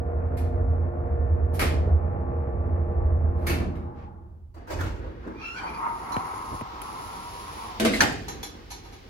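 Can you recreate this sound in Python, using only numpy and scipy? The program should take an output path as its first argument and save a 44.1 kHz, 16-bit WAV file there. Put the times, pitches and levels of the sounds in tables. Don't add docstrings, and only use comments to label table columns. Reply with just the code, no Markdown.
import sys
import numpy as np
from scipy import signal
from scipy.fft import irfft, next_fast_len
from scipy.io import wavfile
from scipy.ndimage import map_coordinates

SR = 44100
rng = np.random.default_rng(int(sys.argv[2]) if len(sys.argv) > 2 else 0)


def dump_mix(stems):
    frames = np.atleast_2d(stems).T
    limited = np.clip(frames, -1, 1)
    pcm = np.round(limited * 32767).astype(np.int16)
    wavfile.write(sys.argv[1], SR, pcm)


N = 400869
TIME = np.arange(N) / SR
LEFT_LEAD_S = 0.000426

# pitch_hz, left_minus_right_db
BALANCE = [(60, -2), (150, -2), (400, -1), (1000, 1), (4000, -1)]
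# time_s, level_db
DOOR_EFFORT = [(5.3, -16), (5.57, -9), (5.67, 1), (5.81, -1.5), (6.09, -0.5), (6.35, -3), (6.48, -5.5),
               (6.71, -8), (6.82, -7), (7.08, -6), (7.35, -11), (7.55, -10.5), (7.7, -8), (7.78, -13.5)]
# pitch_hz, level_db per Hz
CLACK_SPECTRUM = [(30, 9.5), (80, 4.5), (210, -3), (320, 7), (560, -3), (1000, -1), (1250, 1), (1420, -1.5),
                  (1600, -2), (1850, -1), (1980, -7.5), (2130, 0), (2280, -5), (2480, -5.5), (3400, -13),
                  (4300, -13), (7500, -22.5), (9600, -19), (12000, -14.5), (16000, -31)]


def amp(db):
    return 10 ** (np.asarray(db) / 20)


def read(points, hz):
    f, value = np.transpose(points)
    return np.interp(np.log(hz + 1), np.log(f + 1), value)


def level(rows, fade=0.052):
    times, db = np.transpose(rows)
    outside = np.maximum(times[0] - TIME, 0) + np.maximum(TIME - times[-1], 0)
    return amp(np.interp(TIME, times, db)) * np.exp(-outside / fade)


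def swell(start, rise, decay, hold=0):
    age = TIME - start
    return np.clip(age / rise, 0, 1) * np.exp(-np.maximum(age - rise - hold, 0) / decay)


def ramp(start, length):
    return np.clip((TIME - start) / length, 0, 1)


def run_down(start, length):
    return np.exp(-(np.maximum(TIME - start, 0) / length) ** 2)


def add(mix, s, sound):
    part = mix[:, round(s * SR):][:, :sound.shape[1]]
    part += sound[:, :part.shape[1]]


def drift(per_s):
    knots = rng.standard_normal(2048)
    return map_coordinates(knots, [TIME[::64] * per_s], mode="wrap").repeat(64)[:N]


def resonances(modes):
    def gain(hz):
        power = sum(amp(2 * db) / (1 + ((hz - f) / width) ** 2) ** 4.6 for f, width, db in modes)
        return np.sqrt(power)
    return gain


def noise(colour, size=N, tilt_db=0, ripple_db=0):
    # pitch_hz, likeness (1 = identical)
    likeness = [(60, 0.98), (130, 0.72), (290, 0.91), (640, 0.26), (1410, 0.23), (3100, 0.036),
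                (15000, 0.31)]
    hz = np.fft.rfftfreq(next_fast_len(size + size % 2, True) // 2 * 2, 1 / SR)
    a, b = rng.standard_normal((2, len(hz))) + 1j * rng.standard_normal((2, len(hz)))
    same = np.clip(read(likeness, hz), -1, 1)
    left = a * np.exp(2j * np.pi * hz * LEFT_LEAD_S)
    right = same * a + np.sqrt(1 - same ** 2) * b
    pair = np.array([left, right]) * amp(read(BALANCE, hz) * np.array([[.5], [-.5]]))
    bumps = np.interp(hz, np.linspace(0, SR / 2, 300), rng.standard_normal(300))
    comb = bumps * np.minimum(hz / 2000, 1)
    gain = colour(hz) if callable(colour) else amp(read(colour, hz))
    tilt = tilt_db * np.log2(np.maximum(hz, 200))
    x = irfft(pair * gain * (hz > 28) * amp(tilt + ripple_db * comb))[:, :size]
    return x / x.mean(0).std()


def tone(hz, waver, flutter, per_s):
    phase = 2 * np.pi * np.cumsum(hz * (1 + waver * drift(per_s)) * np.ones(N)) / SR
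    apart = min(2 * np.pi * np.mean(hz) * LEFT_LEAD_S, np.pi / 2)
    sides = amp(read(BALANCE, np.mean(hz)) * np.array([[.5], [-.5]]))
    return np.sqrt(2) * sides * np.cos([phase + apart, phase]) * (1 + flutter * drift(per_s))


def blow(colour, db, tilt_db, rise, ripple_db=3):
    # pitch_hz, time_to_fall_60_db_s
    ring = [(60, 1), (250, 1), (1000, 0.41), (3000, 0.52), (7000, 0.48), (16000, 0.16)]
    struck = noise(colour, size=49152, tilt_db=tilt_db, ripple_db=ripple_db)
    hz, t, z = signal.stft(struck, SR, nperseg=512)
    x = signal.istft(z * amp(-60 * t / read(ring, hz)[:, None]), SR, nperseg=512)[1]
    return amp(db) * x * np.minimum(np.arange(x.shape[1]) / SR / max(rise, 1e-4), 1)


def burst(colour, db, decay, rise, tilt_db=0):
    t = np.arange(8192) / SR
    return amp(db) * noise(colour, size=8192, tilt_db=tilt_db) * np.exp(-t / decay) * (1 - np.exp(-t / rise))


def cab_reflections(x, t60):
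    t = np.arange(SR // 2) / SR
    tail = rng.standard_normal((2, len(t))) * amp(-60 * t / t60)
    return signal.fftconvolve(x, tail / np.linalg.norm(tail[0]), axes=1)[:, :N]


def cab_boom():
    # pitch_hz, level_db
    modes = [(37, -34), (55, -22.5), (70.5, -6.5), (83, -2.5)]
    # pitch_hz, level_db per Hz
    rumble = [(28, -20), (36, -1.5), (50, 0), (75, 8), (90, 4.5), (110, -9.5), (135, -9.5), (170, -24),
              (400, -78)]
    # time_s, level_db
    sway = [(0.0, -30), (0.7, -24), (1.0, -29.5), (1.38, -22.5), (1.6, -28), (1.92, -20), (2.2, -29.5),
            (2.6, -28), (3.15, -23.5), (3.55, -29.5), (3.97, -44), (4.5, -49.5)]
    boom = sum(amp(db) * tone(hz, waver=0.02985, flutter=0.23, per_s=9) for hz, db in modes)
    return (boom + amp(-4.5) * noise(rumble)) * level(sway)


SLOW_AT_S, CHANGE_S = 1.55, 0.16
RUN_DOWN_S = 0.56


def pump():
    # pitch_hz, full_speed_level_db, levelling_level_db
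    tones = [(190, -52.5, -48), (255.4, -45.5, -47), (328, -61.5, -65.5), (348.2, -46, -43.5),
             (402, -69, -60), (394, -58.5, -56.5), (471.7, -41, -42), (621, -48, -57.5),
             (613.6, -55.5, -47), (675, -71.5, -58.5), (710, -47, -56.5), (819, -64, -48),
             (870, -67.5, -66), (1056, -58, -55), (1157, -59, -54.5), (1415, -61.5, -71.5),
             (1770, -63, -66)]
    trim_db, off_at_s = -1, 3.22
    slow = ramp(SLOW_AT_S, CHANGE_S)
    song = 0
    for hz, fast_db, slow_db in tones:
        gain = amp(fast_db + slow * (slow_db - fast_db))
        song = song + gain * tone(hz, waver=0.00305, flutter=0.29, per_s=8)
    return amp(trim_db) * song * run_down(off_at_s, RUN_DOWN_S)


def oil():
    # pitch_hz, level_db per Hz
    spectrum = [(70, -3), (130, 6), (200, -4.5), (250, -1), (295, -6.5), (340, -2), (380, -4.5), (450, 0.5),
                (540, -3.5), (660, -2.5), (790, -8), (880, -8.5), (980, -14.5), (1350, -16.5), (1480, -21),
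                (1800, -25.5), (2400, -33.5), (3600, -56), (8000, -76.5), (16000, -86.5)]
    surge_db, surge_decay_s = 4.5, 0.28
    flow_db, shut_at_s, shut_s, shut_db = -37.5, 3.66, 0.05, -10
    pulsing = 1 + .22 * np.cos(2 * np.pi * 58.6 * TIME)
    surge = surge_db * swell(SLOW_AT_S, CHANGE_S, surge_decay_s)
    oil_db = flow_db + surge + shut_db * ramp(shut_at_s, shut_s)
    slowed = ramp(shut_at_s + .05, 0.19)
    flow = noise(spectrum) * np.sqrt(1 - slowed)
    flow = flow + noise(spectrum, tilt_db=-4.5) * np.sqrt(slowed)
    return flow * pulsing * amp(oil_db + 1.0 * drift(21)) * run_down(shut_at_s, RUN_DOWN_S)


def valve():
    # pitch_hz, level_db per Hz
    rush = [(120, 1.5), (190, 3.5), (260, -0.5), (295, -12), (345, 3.5), (420, -16), (600, -16), (760, -12),
            (940, -13.5), (1130, -14.5), (1700, -26.5), (3000, -48), (10000, -71.5), (16000, -75)]
    puff = [(300, -4), (900, 0), (1500, -5), (2400, -9), (3500, -19), (6000, -27), (9000, -44),
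            (16000, -60)]
    # pitch_hz, width_hz, level_db
    seat = [(838, 74, 5.5), (1120, 200, -8), (560, 160, -8.5), (1380, 130, -16)]
    rush_at_s, rush_rise_s = 3.308, 0.17
    flow = amp(-36) * noise(rush) * ramp(rush_at_s, rush_rise_s)
    flow *= run_down(rush_at_s + rush_rise_s, 0.55)
    flow += amp(-53.5) * noise(resonances(seat)) * swell(3.795, rise=0.077, decay=0.12, hold=0.2)
    flow += amp(-57.5) * noise(puff) * swell(3.93, rise=.06, decay=.045, hold=.05)
    return flow


SLAM_AT_S = 8.005


def standing():
    # pitch_hz, level_db per Hz
    low_spectrum = [(28, -24), (37, -3), (58, 1), (90, -3), (120, -7), (200, -52), (600, -60.5)]
    body_spectrum = [(70, -4), (170, 2.5), (300, 3), (460, 2.5), (620, -13), (900, -7.5), (1700, -11.5),
                     (3000, -23.5), (6000, -37.5), (16000, -120)]
    # start_s, low_rumble_db, body_db, rise_s, decay_s
    shudders = [(4.68, -28, -38, 0.16, 0.11), (4.98, -48, -47.5, 0.05, 0.4), (7.76, -35.5, -50, 0.084, 0.3),
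                (7.99, -28.5, -29.5, 0.0065, 0.033), (8.2, -49, -44.5, 0.098, 0.42)]
    rest_db, gear_on_at_s, gear_idle_db, track_rumble_db = -49, 4.55, -51.5, -44.5
    low_power = amp(rest_db) ** 2
    body_power = (amp(gear_idle_db) * ramp(gear_on_at_s, 0.028)) ** 2
    body_power = body_power + (amp(track_rumble_db) * level(DOOR_EFFORT)) ** 2
    for s, low_db, body_db, rise, decay in shudders:
        shake = swell(s, rise, decay)
        low_power = low_power + (amp(low_db) * shake) ** 2
        body_power = body_power + (amp(body_db) * shake) ** 2
    rattling = sum(noise(body_spectrum, ripple_db=5) * amp(2.5 * drift(16)) for _ in range(3)) / 2
    return noise(low_spectrum) * np.sqrt(low_power) + rattling * np.sqrt(body_power)


def landing_air():
    # pitch_hz, level_db per Hz
    spectrum = [(200, -3.5), (800, -2), (1300, -9.5), (2200, -5.5), (3300, -7.5), (5500, -11),
                (8000, -25.5), (11000, -25.5), (16000, -26.5)]
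    hiss_db, open_db, after_db = -89, -48, -57.5
    opening = swell(4.94, rise=2.68, decay=0.18, hold=0.43) ** 1.2
    doorway = amp(open_db) * opening + amp(after_db) * ramp(SLAM_AT_S, 0.15)
    return noise(spectrum) * (amp(hiss_db) + doorway)


def clacks():
    # time_s, level_db, brightness_db per octave, rise_s
    passing = [(0.368, -47.5, 3.5, 0.0085), (1.533, -43.5, 6.5, 0.022), (1.592, -26, 1, 0.0027),
               (1.612, -25.5, 0, 0.0026), (3.465, -30.5, 2.5, 0.0053), (3.495, -29, 0, 0.0035),
               (3.6, -28, -6.5, 0.0044), (3.749, -44.5, -3, 0.009)]
    out = np.zeros((2, N))
    fade = run_down(0, 0.38)
    for s, db, tilt_db, rise in passing:
        clack = blow(CLACK_SPECTRUM, db, tilt_db, rise)
        add(out, s, clack * fade[:clack.shape[1]])
    scrape = swell(3.3, rise=0.2, decay=0.02) ** 2
    return out + amp(-50) * noise(CLACK_SPECTRUM) * scrape


def lock():
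    # time_s, level_db, brightness_db per octave, rise_s, favoured_hz, lift_there_db
    knocks = [(4.54, -54, 0.9, 0.0073, 805, -3), (4.56, -44.5, -4, 0.011, 750, 9),
              (4.669, -37, 0.5, 0.024, 1550, -1), (4.698, -31.5, 1, 0.016, 610, 3.5),
              (4.786, -35, 2.6, 0.027, 1450, 10), (4.832, -36, 0.5, 0.0045, 360, 2),
              (4.875, -43, -3, 0.0058, 1400, 3), (4.935, -39, -5.5, 0.0072, 480, 5),
              (5.035, -37.5, -4.5, 0.0088, 477, 7.5), (5.084, -49.5, -3.5, 0.008, 520, -1),
              (5.22, -46.5, -2.5, 0.024, 1600, 15), (5.265, -44, -2, 0.011, 1500, 10)]
    # pitch_hz, level_db per Hz
    latch = [(30, 2.5), (80, 6.5), (200, -11.5), (310, 2.5), (420, -5), (560, -0.5), (800, -5.5), (950, 3),
             (1150, -6.5), (1600, -10), (2100, -17), (2600, -18), (3200, -25), (5800, -25.5),
             (10000, -34.5), (16000, -31)]
    favoured_octaves, scrape_db = 0.26, 1.5
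    out = np.zeros((2, N))
    for s, db, tilt_db, rise, favoured_hz, lift_db in knocks:
        def colour(hz):
            octaves_off = np.log2((hz + 1) / favoured_hz)
            return amp(read(latch, hz) + lift_db * np.exp(-(octaves_off / favoured_octaves) ** 2))
        knock = blow(colour, db, tilt_db, rise, ripple_db=5.5)
        add(out, s, knock * amp(scrape_db * drift(71))[:knock.shape[1]])
    return out


def squeaks():
    # time_s, pitch_hz, level_db, length_s
    chirps = [(4.667, 1545, -52, .06), (4.784, 1780, -42, 0.05), (5.625, 4580, -54, .07),
              (5.668, 2400, -48, .08), (5.73, 2420, -51, .08), (5.735, 4740, -57, .06),
              (6.119, 4075, -51, 0.08), (7.932, 4110, -40, 0.03), (7.935, 2045, -24.5, 0.023),
              (7.956, 2015, -32, .013)]
    out, t = np.zeros((2, N)), np.arange(SR // 2) / SR
    for s, hz, db, length in chirps:
        u = t / (length / 4)
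        ringing_out = .17 * (1 - np.exp(-u)) * np.exp(-t / .07)
        shape = u * np.exp(1 - u) + ringing_out
        rough = tone(hz, waver=70 / hz, flutter=.7, per_s=500)
        add(out, s, amp(db) * shape * rough[:, :len(t)])
    return out


def bumps():
    # time_s, level_db, brightness_db per octave, rise_s, panel_ring_db
    hits = [(5.252, -32.5, -9.5, 0.035, -41), (7.798, -26.5, 1.5, 0.0015, -19),
            (7.822, -20.5, -22, 0.0032, -27), (7.847, -20.5, 0.6, 0.0043, -16),
            (7.92, -26, 3, 0.046, -20.5)]
    # pitch_hz, level_db per Hz
    spectrum = [(30, -28), (120, -34), (230, 2.5), (340, 5.5), (640, 3.5), (850, -5.5), (1500, -4.5),
                (2100, -7.5), (3300, -10), (7000, -21), (10000, -22), (16000, -35)]
    # pitch_hz, level_db, time_to_fall_60_db_s
    panel_notes = [(222, 1.5, 0.51), (258, -21, 0.19), (293, -16, 0.81), (485, -9.5, 0.46), (651, -8, 0.55)]
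    out, t = np.zeros((2, N)), np.arange(49152) / SR
    panel = sum(amp(db - 60 * t / t60) * np.sin(2 * np.pi * hz * t) for hz, db, t60 in panel_notes)
    panel = panel * (1 - np.exp(-t / 0.0086))
    damping = np.exp(-t / 0.095)
    for s, db, tilt_db, rise, ring_db in hits:
        ring = blow(spectrum, db, tilt_db, rise) * np.sqrt(damping)
        add(out, s, ring + amp(ring_db - 2.0) * panel * damping)
        add(out, s, burst(spectrum, db - 1, decay=0.0083, rise=rise, tilt_db=tilt_db + 3.5))
    return out


def motor():
    # time_s, whine_pitch_hz
    spin_up = [(5.35, 1174), (5.4, 1230), (5.435, 1340), (5.49, 1357), (5.54, 1396), (5.565, 1510),
               (5.61, 1532), (5.66, 1517), (5.75, 1580)]
    # pitch_hz, level_db
    whine_body = [(1150, -12), (1300, -6), (1390, 1), (1560, 3), (1700, -2), (2250, -5), (2450, 0),
                  (2700, 0), (2900, -17), (3120, -7), (3350, -17), (3750, -24), (4020, -18), (4250, -21),
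                  (4600, -18), (5000, -24), (5450, -16), (5800, -24), (6600, -24), (7800, -24)]
    # pitch_hz, width_hz, level_db
    housing_modes = [(2356, 210, 4), (1660, 170, -4), (3260, 220, -10), (4400, 870, -13),
                     (5700, 490, -13.5)]
    # start_s, level_db
    strains = [(5.38, -44.5), (5.545, -44.5), (5.655, -51), (5.72, -63)]
    core_db, halo_db = -45, -44.5
    whine_hz = np.interp(TIME, *np.transpose(spin_up))
    partials = []
    for k in range(1, 6):
        gain = amp(read(whine_body, k * whine_hz) + 2 * drift(40))
        partials.append((k * whine_hz, gain))
    core = sum(gain * tone(hz, waver=.007, flutter=.35, per_s=150) for hz, gain in partials)
    halo = sum(gain * tone(hz, waver=.04, flutter=.6, per_s=300) for hz, gain in partials)
    load = swell(5.335, rise=0.12, decay=0.039, hold=0.16)
    strain = sum(amp(db) * swell(s, rise=0.042, decay=0.044) for s, db in strains)
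    housing = noise(resonances(housing_modes)) * amp(2.8 * drift(40)) * strain
    return amp(core_db) * core * load + cab_reflections(amp(halo_db) * halo * load, t60=0.24) + housing


def rollers():
    # pitch_hz, level_db per Hz
    spectrum = [(300, -35), (680, -9), (800, -3), (860, 1), (950, 3), (1080, 1), (1200, -6), (1340, -2.5),
                (1500, -14), (1750, -20.5), (2150, -18), (3000, -36), (6000, -60)]
    roller_db = -40
    whir = sum(noise(spectrum, ripple_db=6) * amp(4 * drift(14)) for _ in range(4)) / 2
    return amp(roller_db) * whir * level(DOOR_EFFORT)


def shoes():
    # pitch_hz, level_db per Hz
    spectrum = [(1000, 11.5), (2200, -8), (3200, -6), (4500, 4), (7300, 0.5), (8400, -20), (10200, 12),
                (12000, -2), (13500, -20), (16000, -3)]
    slide_db, cover_db = -51.5, -34
    covered = ramp(6.62, 0.0087) - ramp(6.817, .004)
    sliding = swell(5.377, rise=1.17, decay=0.034, hold=1.12) ** 0.8
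    return noise(spectrum) * amp(1.4 * drift(60)) * sliding * amp(slide_db + cover_db * covered)


def chord(notes, bend):
    wander, swell_db = .006, 3.5
    total = 0
    for hz, db in notes:
        gain = amp(db + swell_db * drift(6))
        pitch = hz * bend * (1 + wander * drift(9))
        total = total + gain * tone(pitch, waver=.008, flutter=.45, per_s=60)
    return total


def gears():
    # pitch_hz, level_db
    pull_notes = [(937, -35), (1075, -39), (1208, -43), (1300, -48)]
    cruise_notes = [(770, -47), (862, -49), (957, -38), (1054, -40.5), (1150, -43), (1256, -47.5),
                    (1360, -50)]
    pull_at_s, pull_s, cruise_after_s = 5.87, 0.123, 0.56
    pull = np.exp(-((TIME - pull_at_s) / pull_s) ** 2)
    pull_bend = 1 - 0.023 * (1 - pull)
    cruise = ramp(pull_at_s, cruise_after_s) * level(DOOR_EFFORT)
    brake_bend = 1 - 0.0605 * ramp(7.5, 0.279)
    return chord(pull_notes, pull_bend) * pull + chord(cruise_notes, brake_bend) * cruise


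def rattles():
    # time_s, level_db, brightness_db per octave, rise_s, favoured_hz, lift_there_db
    contacts = [(6.117, -46, 1, 0.0042, 6300, 3), (8.281, -36, -1.5, 0.0022, 7400, 5),
                (8.428, -37, 0.5, 0.0039, 3320, 11), (8.7, -37.5, -0.5, 0.017, 5750, 0),
                (8.83, -47, -3, 0.033, 3000, 4), (8.915, -46.5, -2, 0.026, 5700, 0)]
    # pitch_hz, width_hz, level_db
    link_modes = [(794, 110, 5.5), (956, 49, 7.5), (1240, 38, 3), (1730, 180, -7), (2240, 160, -2.5),
                  (3430, 76, -4.5), (4070, 90, 4.5), (4370, 80, -0.5), (3950, 3100, -8.5), (5550, 130, 2.5),
                  (6020, 130, 0), (6500, 280, -1), (7200, 150, -5.5), (10970, 1600, -5.5)]
    favoured_octaves = 0.17
    out, t = np.zeros((2, N)), np.arange(49152) / SR
    for s, db, tilt_db, rise, favoured_hz, lift_db in contacts:
        struck = []
        for hz, width, mode_db in link_modes:
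            nearness = np.exp(-(np.log2(hz / favoured_hz) / favoured_octaves) ** 2)
            struck.append((hz, width, mode_db + lift_db * nearness))
        add(out, s, blow(resonances(struck), db, tilt_db, rise) * np.exp(-t / 0.15))
        add(out, s, burst(CLACK_SPECTRUM, db - 3.5, decay=0.022, rise=rise, tilt_db=tilt_db + 2.0))
    return out


def fingers():
    # time_s, thud_db, final_thud_pitch_hz, case_db, tick_db, tick_brightness_db per octave, tick_decay_s
    knocks = [(6.166, -19.5, 85, -25, -19, 0.5, 0.0018), (6.337, -44, 80, -46, -29, -3, .0015),
              (6.517, -39, 89, -29, -36, -6, 0.007), (6.529, -33, 70, -31, -28, -5, 0.0027),
              (6.543, -25, 55, -32, -48, -5, .003), (6.611, -40, 110, -38, -25, -1.5, 0.0024),
              (6.616, -23, 78, -33, -42, -3, .002), (6.817, -60, 70, -55, -32, 7, 0.0033)]
    # pitch_hz, level_db per Hz
    case_spectrum = [(60, -3), (130, 2), (380, -3), (650, -14), (1200, -12), (4000, -50)]
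    tick_spectrum = [(200, 6), (700, 12), (2500, -2.5), (6000, -28), (11000, -16), (16000, -43)]
    out, t = np.zeros((2, N)), np.arange(8192) / SR
    for s, thud_db, hz, case_db, tick_db, tilt_db, decay in knocks:
        pitch = hz * (1 + 5.05 * np.exp(-t / 0.0045))
        thud = np.sin(2 * np.pi * np.cumsum(pitch) / SR)
        thud = thud * np.exp(-t / 0.012) * (1 - np.exp(-t / 0.0035))
        case = burst(case_spectrum, case_db, decay=0.0093, rise=0.0035)
        tick = burst(tick_spectrum, tick_db, decay, rise=0.00063, tilt_db=tilt_db)
        add(out, s, amp(thud_db) * thud + case + tick)
    return out


def slam():
    # pitch_hz, level_db per Hz
    ring = [(30, -12), (90, 3), (300, 4), (600, 2.5), (780, 10), (1000, 4), (1200, 2.5), (1420, 7),
            (1680, 10), (1900, 5.5), (2400, -1.5), (3200, -2), (5800, -6.5), (16000, -16)]
    crack = [(100, -6), (800, -17), (1300, 12), (1680, 16), (2000, -1), (2450, 2), (3600, -6), (4300, 10.5),
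             (4900, -8), (5700, 5), (6400, 5), (7500, -42), (10000, -6), (16000, -35)]
    # time_s, level_db
    chatter = [(8.019, -19), (8.031, -21), (8.051, -37), (8.074, -39), (8.122, -38)]
    out = np.zeros((2, N))
    add(out, SLAM_AT_S, blow(ring, -20.5, tilt_db=-1, rise=0.007))
    add(out, SLAM_AT_S, burst(crack, -9, decay=0.008, rise=0.002))
    for s, db in chatter:
        add(out, s, burst(ring, db, decay=0.0088, rise=0.00087))
    return out


def scene():
    ride = cab_boom() + pump() + oil() + valve()
    cab = standing() + landing_air() + clacks()
    opening = lock() + squeaks() + bumps() + motor() + rollers() + shoes() + gears()
    return ride + cab + opening + rattles() + fingers() + slam()


def record(dry):
    low_pass = signal.firwin(511, 15900, window=("kaiser", 9), fs=SR)
    return signal.oaconvolve(dry, low_pass[None], "same")


dry = scene()
out = record(dry)
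dump_mix(out)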